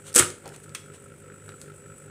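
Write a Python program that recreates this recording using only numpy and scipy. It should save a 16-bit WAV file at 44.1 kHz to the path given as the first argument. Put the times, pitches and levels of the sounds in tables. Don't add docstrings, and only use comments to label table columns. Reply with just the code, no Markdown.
import sys
import numpy as np
from scipy import signal
from scipy.fft import rfft, irfft
from scipy.io import wavfile

SR = 44100
rng = np.random.default_rng(int(sys.argv[2]) if len(sys.argv) > 2 else 0)


def store_pcm(level_fs):
    pcm = np.round(np.clip(level_fs, -1, 1) * 32767).astype(np.int16)
    wavfile.write(sys.argv[1], SR, np.atleast_2d(pcm).T)


N = 92610
T = np.arange(N) / SR
HZ = np.fft.rfftfreq(N, 1 / SR)

# t/s, snap level/dB, knock level/dB
BLOWS = [(0.1415, -22, -38.5), (0.1484, -14.5, -35.5), (0.1561, -11, -25.5), (0.1601, -3.5, -19),
         (.166, -12, -25), (0.1777, -5.5, -18), (.1855, -8.5, -23.5), (0.192, -3.5, -26), (0.197, -12, -16),
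         (0.203, -27, -23), (.222, -41.5, -23.5)]
# t/s, level/dB, tilt/(dB per octave)
TICKS = [(0.1284, -37, 2), (0.302, -29, -1), (.381, -41, -6), (0.4574, -37, -0.5), (0.477, -35, 5),
         (.490, -36, -1.5), (0.5616, -36.5, -0.5), (0.6928, -40.5, -0.5), (1.491, -35, -2.5),
         (1.6148, -33.5, 0.5)]
# centre t/s, Gaussian width/s, level/dB, tilt/(dB per octave)
# the last is a faint high hiss trailing the tick at 1.61 s
HISSES = [(0.08, 0.018, -43, 1.5), (0.465, 0.016, -44, -6.5), (0.547, 0.01, -46.5, -2),
          (0.64, 0.0058, -46, 6), (0.951, 0.015, -52, -0.5), (1.63, 0.04, -57, 6)]
# f/Hz, relative level/dB
SNAP_SPECTRUM = [(300, -53), (2000, -19), (4500, -12.5), (6300, -4), (7800, 1.5), (9600, 1), (11500, -11),
                 (14000, -18.5), (15300, -19.5)]
KNOCK_SPECTRUM = [(25, -54), (130, -32), (250, -3), (500, 3.5), (680, -12.5), (1000, -9.5), (1350, 6),
                  (1700, -0.5), (2700, -3), (3200, -8), (4200, -7), (9000, -44)]
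CLICK_SPECTRUM = [(200, -23), (700, -22), (1100, -7), (2600, -2), (4500, -9.5), (6500, -6), (9000, -4.5),
                  (11500, -17), (15000, -20)]
TICK_SPECTRUM = [(100, -4), (350, 15.5), (800, -8.5), (1900, -1.5), (5500, 1.5), (9000, 6.5), (12000, -9.5),
                 (15000, -11)]
HISS_SPECTRUM = [(100, -41), (400, 1), (780, 1.5), (1100, 0), (3300, 0.5), (5000, -7), (8500, 6.5),
                 (12000, -12.5), (15000, -20)]
# f/Hz, level/dB, T60/s
LATCH_MODES = [(3198, -16.5, 0.049)]
CARTRIDGE_MODES = [(262, -23.5, .1), (326, -26, .11), (484, -16.5, .14)]
HOUSING_MODES = [(360, -19.5, 0.15), (964, -32, 0.11), (1222, -25, 0.12), (1275, -19.5, 0.06),
                 (2148, -28, .15)]
ROCKING_MODES = [(93.7, -26.5, 0.22), (125.4, -15, 0.08), (155.7, -32, 0.26)]
CLICK_MODES = [(1280, -41, .07), (2665, -37, .05), (3177, -37, .06), (3338, -47, .22), (6051, -39, .06),
               (8576, -37, .06)]
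BUMP_MODES = [(783, -41, .1)]
# f/Hz, level/dB
HUM_PARTIALS = [(100, -57), (150, -54), (200, -62.5), (403, -57), (497, -63.5), (544, -62)]
SWELLS = [0, 0, 0, -1, 0, -2, 2, 2.5, 2.5, -1, 1.5]
# t/s, level/dB
WHINE_LEVELS = [(0, -64), (.42, -72), (.6, -61), (.97, -59), (1.1, -69), (1.3, -60), (1.56, -56),
                (1.72, -71), (1.78, -58), (1.97, -56), (2.1, -62)]
# f/Hz, relative level/dB
BUZZ_SPECTRUM = [(30, -41.5), (200, -11), (420, 2), (560, -1), (660, -22.5), (1210, -18), (1300, 5.5),
                 (1400, 2), (1520, -3), (1700, -5.5), (2100, -16), (2600, -16), (9000, -48)]
FIZZ_SPECTRUM = [(3000, -37), (6500, -12), (8000, 3.5), (9300, 3.5), (11000, -11), (15000, -19)]
AIR_SPECTRUM = [(25, -22), (60, -7.5), (100, 0.5), (160, -2), (270, -5), (540, -6), (640, -17.5),
                (1000, -21), (2300, -19), (4600, -34), (6500, -28), (8500, -23.5), (11500, -39),
                (15000, -35.5)]
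# f/Hz, T60/s
ROOM_T60 = [(100, 0.18), (500, 0.42), (1500, 0.32), (4000, 0.32), (8500, 0.28), (15000, 0.23)]

ATTACK_S = .0013
MAINS_HZ, WHINE_HZ = 50, 7812
THROB_PERIOD_S, FIRST_PEAK_S, SWELL_DB_PER_S, SAG_DB_PER_S = .2, .123, 58, 262


def clack():
    impacts = sum(amp(snap_db) * strike(start, t60=.032) * noise(SNAP_SPECTRUM)
                  + amp(knock_db) * strike(start, t60=.074) * noise(KNOCK_SPECTRUM)
                  for start, snap_db, knock_db in BLOWS)
    chatter = unit(amp(2.1 * drift(hz=690)))
    ringing = ring(.187, LATCH_MODES) + ring(.1595, CARTRIDGE_MODES) + ring(.196, HOUSING_MODES)
    return impacts * chatter + ringing


def thud():
    return ring(.203, ROCKING_MODES, rise=.014)


def click(start=.7482):
    envelope = strike(start, t60=.032)
    phases = np.exp(1j * np.angle(rfft(envelope * rng.standard_normal(N))))
    crack = irfft(phases * amp(read(CLICK_SPECTRUM, HZ)), N) * (T > start)
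    crack = unit(crack) * np.sqrt(np.mean(envelope ** 2))
    return amp(-24.5) * crack + ring(start, CLICK_MODES)


def handling():
    ticks = sum(amp(db) * strike(start, t60=.017, rise=.0004) * noise(TICK_SPECTRUM, tilt)
                for start, db, tilt in TICKS)
    hisses = sum(amp(db) * np.exp(-((T - centre) / width) ** 2 / 2) * noise(HISS_SPECTRUM, tilt)
                 for centre, width, db, tilt in HISSES)
    hand_bump = ring(.455, BUMP_MODES, rise=.006)
    housing_knock = amp(-37.5) * strike(1.49, t60=.022) * noise(KNOCK_SPECTRUM, tilt_db=-2)
    grain = unit(amp(2 * drift(hz=290)))
    return ticks + hand_bump + housing_knock + hisses * grain


def appliance():
    hum = sum(amp(db) * unit(np.sin(2 * np.pi * hz * T + .45 * drift(hz=5)) * amp(2 * drift(hz=3)))
              for hz, db in HUM_PARTIALS)
    since_peak = (T - FIRST_PEAK_S) % THROB_PERIOD_S
    swell_db = np.interp(T, FIRST_PEAK_S + THROB_PERIOD_S * np.arange(len(SWELLS)), SWELLS)
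    dip_db = np.minimum(SAG_DB_PER_S * since_peak, SWELL_DB_PER_S * (THROB_PERIOD_S - since_peak))
    throb = unit(amp(swell_db - dip_db))
    buzz = amp(-55) * mains_pulses(.018, BUZZ_SPECTRUM, decay_s=.005)
    fizz_phase = 2 * np.pi * (since_peak - .072) / THROB_PERIOD_S
    fizz_db = -60 + 2 * np.cos(fizz_phase) + 2.4 * drift(hz=25)
    fizz = amp(fizz_db) * mains_pulses(.0185, FIZZ_SPECTRUM, decay_s=.016)
    return (hum + buzz) * throb + fizz


def mains_pulses(offset_s, spectrum, decay_s, rise_s=.0018):
    age = (T - offset_s) % (1 / MAINS_HZ)
    puffs = np.minimum(age / rise_s, 1) * np.exp(-age / decay_s)
    return resonate(puffs * rng.standard_normal(N), spectrum)


def whine():
    level_db = np.interp(T, *np.transpose(WHINE_LEVELS))
    return amp(level_db) * unit(np.sin(2 * np.pi * WHINE_HZ * T + .33 * drift(hz=25)))


def air():
    return amp(-53) * noise(AIR_SPECTRUM)


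def room(x, delay_s=.008):
    hz, t, spectra = signal.stft(rng.standard_normal(SR), SR, nperseg=256)
    decay = np.exp(-np.log(1000) * t / read(ROOM_T60, hz)[:, None])
    tail = signal.istft(spectra * decay, SR)[1][:SR] * (T[:SR] > delay_s)
    return signal.fftconvolve(x, tail / np.linalg.norm(tail))[:N]


def amp(db):
    return 10 ** (np.asarray(db) / 20)


def unit(x):
    return x / np.sqrt(np.mean(x ** 2) + 1e-20)


def read(points, hz):
    f, value = np.transpose(points)
    return np.interp(np.log(hz + 1), np.log(f + 1), value)


def noise(spectrum, tilt_db=0):
    level_db = read(spectrum, HZ) + tilt_db * np.log2(np.maximum(HZ, spectrum[1][0]))
    return unit(irfft(rfft(rng.standard_normal(N)) * amp(level_db), N))


def drift(hz):
    return unit(irfft(rfft(rng.standard_normal(N)) * np.exp(-(HZ / hz) ** 2), N))


def strike(start, t60, rise=ATTACK_S):
    age = np.maximum(T - start, 0)
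    return np.minimum(age / rise, 1) * np.exp(-np.log(1000) * age / t60)


def ring(start, modes, rise=ATTACK_S):
    return sum(amp(db) * strike(start, t60, rise) * np.sin(2 * np.pi * hz * (T - start))
               for hz, db, t60 in modes)


def resonate(x, spectrum):
    log_gain = np.log(amp(read(spectrum, abs(np.fft.fftfreq(N, 1 / SR)))))
    response = np.exp(np.conj(signal.hilbert(log_gain)))[:len(HZ)]
    return unit(irfft(rfft(x) * response, N))


def scene():
    release = clack()
    lifting = click() + handling()
    reverberation = room(amp(-10) * release + amp(-9.5) * lifting)
    return (release + thud() + lifting + reverberation + appliance() + whine() + air())[None]


def record(dry):
    low_pass = signal.firwin(301, cutoff=15550, window=("kaiser", 8), fs=SR)
    return signal.oaconvolve(np.tanh(dry), low_pass[None], "same")


dry = scene()
out = record(dry)
store_pcm(out)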